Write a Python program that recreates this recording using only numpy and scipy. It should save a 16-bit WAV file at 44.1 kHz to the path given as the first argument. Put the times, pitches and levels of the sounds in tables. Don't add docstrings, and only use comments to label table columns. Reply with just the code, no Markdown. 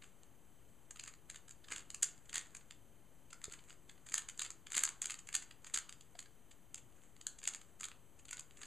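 import sys
import numpy as np
from scipy import signal
from scipy.fft import rfft, irfft
from scipy.io import wavfile
from scipy.ndimage import uniform_filter1d

SR = 44100
rng = np.random.default_rng(int(sys.argv[2]) if len(sys.argv) > 2 else 0)


def dump_mix(stems):
    frames = np.atleast_2d(stems).T
    limited = np.clip(frames, -1, 1)
    pcm = np.round(limited * 32767).astype(np.int16)
    wavfile.write(sys.argv[1], SR, pcm)


N = 381906


def snaps(rows, spread_db=4., detune=.07, tilt_db=4., size=900, lead=250):
    # pitch in Hz, level in dB, time to die by 60 dB in seconds.
    pieces = [(1150, -4.5, 0.017), (1355, 2, 0.0079), (1680, 4.5, 0.011), (2130, 4, 0.0019),
              (2593, -6, 0.0048), (3150, 6, 0.0018), (4040, 0, 0.0017), (4680, -5, 0.0029)]
    hz, db, t60 = np.array(pieces).T[:, :, None]
    f, out = np.fft.rfftfreq(size, 1 / SR), np.zeros(N)
    ms = (np.arange(size) - lead) / SR * 1000
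    grits = rng.standard_normal((len(rows), 2, size))
    chances = rng.standard_normal((len(rows), 2, len(pieces), 1))
    for (s, crack_db, ring_db, contact_ms), grit, (weight, shift) in zip(rows, grits, chances):
        rise = np.exp(-abs(ms / max(.6 * contact_ms, .1)) ** 0.73)
        fall = np.exp(-abs(ms) / max(contact_ms, .1))
        force = np.where(ms < 0, rise, fall)
        off_mode = (f - hz * (1 + detune * shift)) * t60
        modes = np.sqrt((gain_of(db + spread_db * weight) ** 2 / (1 + off_mode ** 2) ** 2).sum(0))
        ring = irfft(flat_spectrum(grit[1] * force) * modes, size)
        brightness = gain_of(tilt_db * shift[0] * f / 8000)
        burst = irfft(flat_spectrum(grit[0] * force) * brightness, size)
        crack = np.diff(burst, prepend=0)
        for peak_db, sound in ((crack_db, crack), (ring_db, ring)):
            loudest = np.sqrt(uniform_filter1d(sound ** 2, size=44).max())
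            add(out, s - lead / SR, gain_of(peak_db) * sound / loudest)
    return out


def loud_snaps():
    # time in seconds, crack level in dB, ring level in dB, contact length in milliseconds.
    contacts = [(0.0231, -49.4, -44.5, 2.6), (0.0414, -40, -44.1, 1.4), (0.2338, -50, -53.0, 1.2),
                (0.9095, -33.5, -42.5, 0.85), (0.9609, -39, -41.5, 2.2), (0.972, -43.9, -43, 0.6),
                (0.9971, -33, -33.5, 2.1), (1.038, -34.5, -39.5, 2.1), (1.0616, -41, -43, 0.57),
                (1.0838, -42, -39.5, 1.2), (1.1389, -50.0, -44, 1), (1.3, -29, -37.5, 1.6),
                (1.3113, -41, -47.9, 0.4), (1.3459, -37, -42, 1.8), (1.3598, -37, -40.0, 1.5),
                (1.4827, -42, -47, 2.3), (1.4938, -37, -49, 0.73), (1.5098, -41, -49, 1.6),
                (1.6446, -39.5, -46.5, 4), (1.7144, -28.5, -36, 2.8), (1.762, -29.5, -31.5, 1.8),
                (1.7817, -36.5, -38, 1.1), (1.8062, -42.1, -43.6, 1.3), (1.9038, -31, -37.5, 0.9),
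                (1.9463, -25.5, -34.5, 0.92), (2.0297, -9.5, -28, 3.3), (2.0382, -39, -35, 3.3),
                (2.2955, -35.5, -37.5, 1.8), (2.3303, -32, -33.5, 1.1), (2.3438, -24.5, -32, 3.7),
                (2.3571, -16, -26, 1.4), (2.3676, -26, -29.5, 2.3), (2.3806, -20.5, -27, 0.8),
                (2.4125, -36.6, -41, 1.6), (2.4603, -50, -50, 0.87), (2.55, -35, -38, 1.3),
                (2.5684, -38, -55, 1.4), (2.7098, -34.5, -34.5, 0.77), (3.3075, -49.3, -50, 3.6),
                (3.3308, -32.5, -37.5, 1.7), (3.4171, -45.5, -43, 0.82), (3.4424, -26, -33, 1.3),
                (3.4988, -41, -47.0, 0.8), (3.5129, -42.7, -44.5, 1.3), (3.5238, -28, -43.7, 0.94),
                (3.5375, -37.5, -38, 2), (3.706, -45, -38.5, 0.9), (3.7277, -48, -49, 0.7),
                (3.8964, -41, -39, 2.6), (4.0673, -39, -46.5, 4.9), (4.0887, -34, -39, 1.6),
                (4.0968, -36, -47.0, 0.45), (4.124, -30.6, -38, 0.99), (4.1421, -14, -25.5, 1.3),
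                (4.154, -26, -42, 1.1), (4.1608, -33, -45, 0.4), (4.1807, -17.5, -28, 1.9),
                (4.1918, -34, -41, 2.5), (4.2205, -31, -41, 1), (4.2881, -32, -34.5, 0.94),
                (4.2977, -31, -39, 2.0), (4.3769, -39, -50, 0.99), (4.3947, -19.5, -26, 0.76),
                (4.403, -33.3, -32.1, 1.2), (4.4193, -24.5, -30.4, 3.2), (4.4495, -34.1, -34, 2.7),
                (4.4628, -31.5, -36.2, 1.2), (4.505, -32, -38, 0.83), (4.6692, -37.0, -35.8, 1.4),
                (4.7044, -38, -45, 1.7), (4.7203, -25, -32, 0.6), (4.732, -32.1, -37, 4),
                (4.7456, -27.5, -29, 3.5), (4.752, -18, -34, 1.4), (4.7678, -19.9, -27, 1.8),
                (4.7795, -12, -21.5, 1.2), (4.7927, -25, -39, 1.6), (4.8052, -31, -39.7, 1.6),
                (4.8166, -35, -42, 1.7), (4.8366, -2, -21, 1.4), (4.8526, -20, -34.7, 0.5),
                (4.8771, -45, -30, 1.3), (4.8905, -27, -34.5, 1.2), (5.019, -17, -30.5, 0.74),
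                (5.0263, -28, -38, 1.5), (5.0436, -35.0, -34, 1.0), (5.0576, -21.5, -30.5, 1.0),
                (5.0992, -27, -29, 1.4), (5.1064, -23, -34, 2.1), (5.12, -32, -38.7, 4.3),
                (5.1425, -31.5, -33, 0.89), (5.1909, -40, -42, 2.4), (5.2732, -39, -47, 1.9),
                (5.2895, -25, -34.5, 0.86), (5.3287, -28, -37, 1.2), (5.3431, -29, -29.5, 2),
                (5.3521, -12, -20, 1.46), (5.3646, -24, -48, 0.55), (5.4248, -41, -43, 4),
                (5.5112, -37, -38.5, 1.8), (5.6465, -42, -40, 1.0), (5.6689, -39, -40.5, 3.6),
                (5.7434, -19, -26.5, 3.8), (5.7615, -26, -31, 1.1), (5.7749, -20, -23.4, 0.87),
                (5.7868, -25, -32, 0.86), (5.8941, -30.5, -36, 1.1), (5.9261, -32, -37.5, 0.5),
                (6.0103, -41.5, -44, 1.25), (6.1544, -48.5, -48.5, 2.0), (6.1916, -31.5, -33, 1.4),
                (6.2034, -34, -54, 1.0), (6.2602, -49.9, -47, 1.7), (6.5146, -47, -47, 4.6),
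                (6.745, -26.2, -35, 0.48), (6.78, -42.7, -45.5, 4.7), (7.1656, -42.5, -49.5, 1.1),
                (7.2132, -41, -41, 1.2), (7.2685, -17, -28, 0.47), (7.2813, -42, -49, 1.4),
                (7.3888, -43, -48.1, 3), (7.4171, -52, -46, 1.4), (7.4315, -40, -39, 1.6),
                (7.4399, -25, -39, 1.1), (7.4546, -36, -31.5, 1.1), (7.4762, -18.5, -26.6, 1.2),
                (7.4837, -31, -34, 1.0), (7.5371, -34, -40.0, 1.8), (7.5481, -30, -33.5, 0.52),
                (7.5599, -43, -58, 3.9), (7.6151, -39, -46.5, 2.6), (7.7996, -44, -52, 2.9),
                (7.8099, -31, -38, 1.4), (7.8327, -26, -31.5, 0.6), (7.8422, -27, -32, 2.7),
                (7.8539, -29, -46, 1.5), (7.8856, -30, -38.5, 0.8), (7.9167, -43, -38.5, 1),
                (8.2545, -41.5, -49, 1.7), (8.2847, -40.5, -44, 1.8), (8.2914, -42, -39.5, 1.4),
                (8.3108, -22, -35, 1.1), (8.3308, -31, -34, 2.9), (8.3704, -35, -40, 1.1),
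                (8.3807, -43, -40, 0.8), (8.3953, -27, -37.5, 1.6), (8.5103, -52, -46, 0.75),
                (8.5727, -47, -46.5, 3.1), (8.6171, -41.7, -38, 1.1), (8.6332, -32, -36.5, 1.8)]
    return snaps(contacts)


def small_snaps(level_db, count=130, follow=.35, spread_db=3.5):
    crowd = np.cumsum(gain_of(follow * level_db))
    place = (np.arange(count) + rng.random(count)) / count
    at = np.minimum(np.searchsorted(crowd, place * crowd[-1]), N - 1)
    crack_chance, ring_chance, length_chance = rng.standard_normal((count, 3)).T
    crack_db = level_db[at] + 5 + spread_db * crack_chance
    ring_db = crack_db - 2.5 + spread_db * ring_chance
    contact_ms = 1.5 * np.exp(.5 * length_chance)
    return snaps(np.transpose([np.maximum(at / SR, .01), crack_db, ring_db, contact_ms]))


def twisting(stroke_db=20):
    # moment of full speed in seconds, level in dB, speed-up and slow-down in seconds.
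    twists = [(.04, -48.5, .03, .06), (0.699, -70.5, .2, .1), (.98, -59, .1, .1), (1.08, -43, .06, .06),
              (1.36, -47.5, .07, .05), (1.72, -34, .04, .06), (1.77, -42, 0.044, .08),
              (2.04, -50, .12, .25), (2.371, -41, .09, .1), (2.561, -51, .1, .12), (2.72, -59, .1, .06),
              (3.34, -60, .04, .1), (3.45, -52, .05, .1), (3.53, -47.5, .08, .15), (3.71, -48, .12, .06),
              (3.91, -60, .06, .3), (4.14, -43, .1, .07), (4.31, -59.5, 0.043, .1), (4.42, -39.5, .04, .09),
              (4.77, -33, .05, .12), (5.059, -44, .04, 0.16), (5.36, -48.5, .08, .15),
              (5.67, -49.5, .05, .1), (5.75, -40, .04, .05), (5.92, -61, .04, .3), (6.2, -48, .04, .08),
              (6.76, -57, .03, .1), (7.04, -55.5, .2, .1), (7.49, -46, .07, .15), (7.661, -60.5, .1, .12),
              (7.85, -45, .04, 0.071), (8.2, -56.5, .05, .03), (8.34, -57.5, .06, .3), (8.63, -44, .12, .2)]
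    t, power = np.arange(N) / SR, np.full(N, 1e-10)
    for s, db, up, down in twists:
        away = np.where(t < s, (s - t) / max(up, .01), (t - s) / max(down, .01))
        power += gain_of(db - stroke_db * away) ** 2
    return 10 * np.log10(power)


def rub(level_db, ticks_per_s=5000, spread_db=4.5):
    # frequency in Hz, gain in dB.
    colour = [(300, 26.5), (800, -5), (1100, 10), (2200, 10), (5000, -7), (8000, 2.5), (16000, -5)]
    size = gain_of(spread_db * np.minimum(rng.exponential(1, N), 5)) * rng.standard_normal(N)
    ticks = size * (rng.random(N) < ticks_per_s / SR)
    return gain_of(level_db) * unit_rms(coloured(ticks, colour))


def knocks():
    # start in seconds, level in dB, pitch in Hz, 60 dB decay in seconds, weight of the push.
    hits = [(3.481, -47, 407, 0.037, 3.4), (6.152, -49.5, 700, 0.036, .1)]
    t, out = np.arange(4000) / SR, np.zeros(N)
    for s, db, hz, t60, weight in hits:
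        ring = gain_of(-60 * t / t60) * np.sin(2 * np.pi * hz * t)
        push = weight * (np.exp(-t / 0.0017) - 0.27 * np.exp(-t / 0.0062))
        attack = 1 - np.exp(-t / 0.00067)
        add(out, s, -gain_of(db) * (ring + push) * attack)
    return out


def room_tail(tail_db=-10.5):
    # frequency in Hz, time to die by 60 dB in seconds.
    decay = [(700, 0.7), (2000, 0.29), (5000, 0.28), (12000, 0.17)]
    # delay in milliseconds, level in dB.
    echoes = [(5.5, -18), (8.6, -19.5), (12.3, -13), (23.3, -29.5), (32., -35)]
    taps = np.zeros(SR // 3)
    at = np.arange(200, len(taps) - 20, 20)
    taps[at + rng.integers(0, 20, len(at))] = rng.choice([-1., 1.], len(at))
    hz, t, bands = signal.stft(taps, SR, nperseg=256)
    build = 1 - np.exp(-t / 0.0046)
    fade = gain_of(-60 * t / curve_at(decay, hz)[:, None])
    out = signal.istft(bands * build * fade, SR, nperseg=256)[1]
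    out *= gain_of(tail_db) / np.linalg.norm(out)
    smears = rng.standard_normal((len(echoes), 40)) * np.exp(-np.arange(40) / 11.0)
    for (ms, db), echo in zip(echoes, smears):
        add(out, ms / 1000, gain_of(db) * echo / np.linalg.norm(echo))
    return out


def room(x):
    turn = np.pi * 3 * np.arange(N) / SR
    shares = [np.sqrt(2 / 3) * np.cos(turn + k * np.pi / 3) for k in range(3)]
    return x + sum(signal.fftconvolve(x * share, room_tail())[:N] for share in shares)


def microphone_port(x):
    # frequency in Hz, gain in dB.
    response = [(60, -51), (300, -26), (850, -7.5), (1100, -9.5), (3900, -12), (4800, -7.5), (5200, -13),
                (5480, -22.5), (5800, -11.5), (6500, 1.5), (7300, 3), (8200, -3.5), (11000, -20),
                (14800, -40.5), (16100, -60.5)]
    return coloured(x, response)


def room_tone(level_db=-67.5):
    # frequency in Hz, relative level in dB.
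    colour = [(20, 0), (50, -3), (120, -4.5), (300, -8), (700, -15.5), (1500, -21), (3000, -26),
              (4700, -32.5), (5250, -36.5), (5480, -81.5), (5750, -31.5), (6200, -26), (7500, -23.5),
              (10000, -29), (14900, -31.5), (15300, -83.5)]
    return gain_of(level_db) * noise(colour)


def whines(pictures_per_s=29.97, lag_cycles=.64):
    # pitch in Hz, level in dB, width in Hz.
    wavering = [(120.2, -82, 4.9), (7930, -87, 6)]
    # pitch in Hz, level in dB.
    pulsed = [(3071, -87.5), (6142, -89)]
    hz, t, out = np.fft.rfftfreq(N, 1 / SR), np.arange(N) / SR, np.zeros(N)
    for pitch, db, width in wavering:
        band = rfft(rng.standard_normal(N)) * np.exp(-((hz - pitch) / width) ** 2)
        out += gain_of(db) * unit_rms(irfft(band, N))
    pulse = .5 + .5 * np.cos(2 * np.pi * (pictures_per_s * t - lag_cycles))
    for pitch, db in pulsed:
        out += gain_of(db) * unit_rms(pulse * np.sin(2 * np.pi * pitch * t))
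    return out


def circuit_hiss(level_db=-76):
    # frequency in Hz, relative level in dB.
    colour = [(20, -4), (90, -5.5), (300, -16.5), (800, -19.5), (3800, -35), (4700, -36.5), (6200, -64),
              (7000, -34), (10000, -23.5), (14900, -28), (15300, -53)]
    return gain_of(level_db) * np.array([noise(colour) for side in range(2)])


def gain_of(db):
    return 10 ** (np.asarray(db) / 20)


def unit_rms(x):
    return x / np.sqrt(np.mean(x ** 2) + 1e-20)


def curve_at(points, hz):
    f, value = np.transpose(points)
    return np.interp(np.log(hz + 1), np.log(f + 1), value)


def add(mix, s, sound):
    part = mix[round(s * SR):][:len(sound)]
    part += sound[:len(part)]


def coloured(x, points, size=4096):
    log_gain = curve_at(points, abs(np.fft.fftfreq(size, 1 / SR))) * np.log(10) / 20
    taps = np.fft.ifft(np.exp(np.conj(signal.hilbert(log_gain)))).real[:size // 2]
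    return signal.oaconvolve(x, taps)[:len(x)]


def noise(colour):
    return unit_rms(coloured(rng.standard_normal(N), colour, size=8192))


def flat_spectrum(burst):
    spectrum = rfft(burst)
    return spectrum / np.sqrt(uniform_filter1d(abs(spectrum) ** 2, size=16) + 1e-12)


def scene():
    level_db = twisting()
    cube = loud_snaps() + small_snaps(level_db) + rub(level_db)
    foreground = microphone_port(room(cube)) + knocks()
    bed = (room_tone() + whines()) * gain_of([[.5], [-.5]])
    return foreground + bed + circuit_hiss()


def record(dry):
    offset = [
        [.0012922],
        [.00026377],
    ]
    lowpass = signal.firwin(511, 16100, window=("kaiser", 9), fs=SR)
    return signal.oaconvolve(dry, lowpass[None], "same") + offset


dry = scene()
out = record(dry)
dump_mix(out)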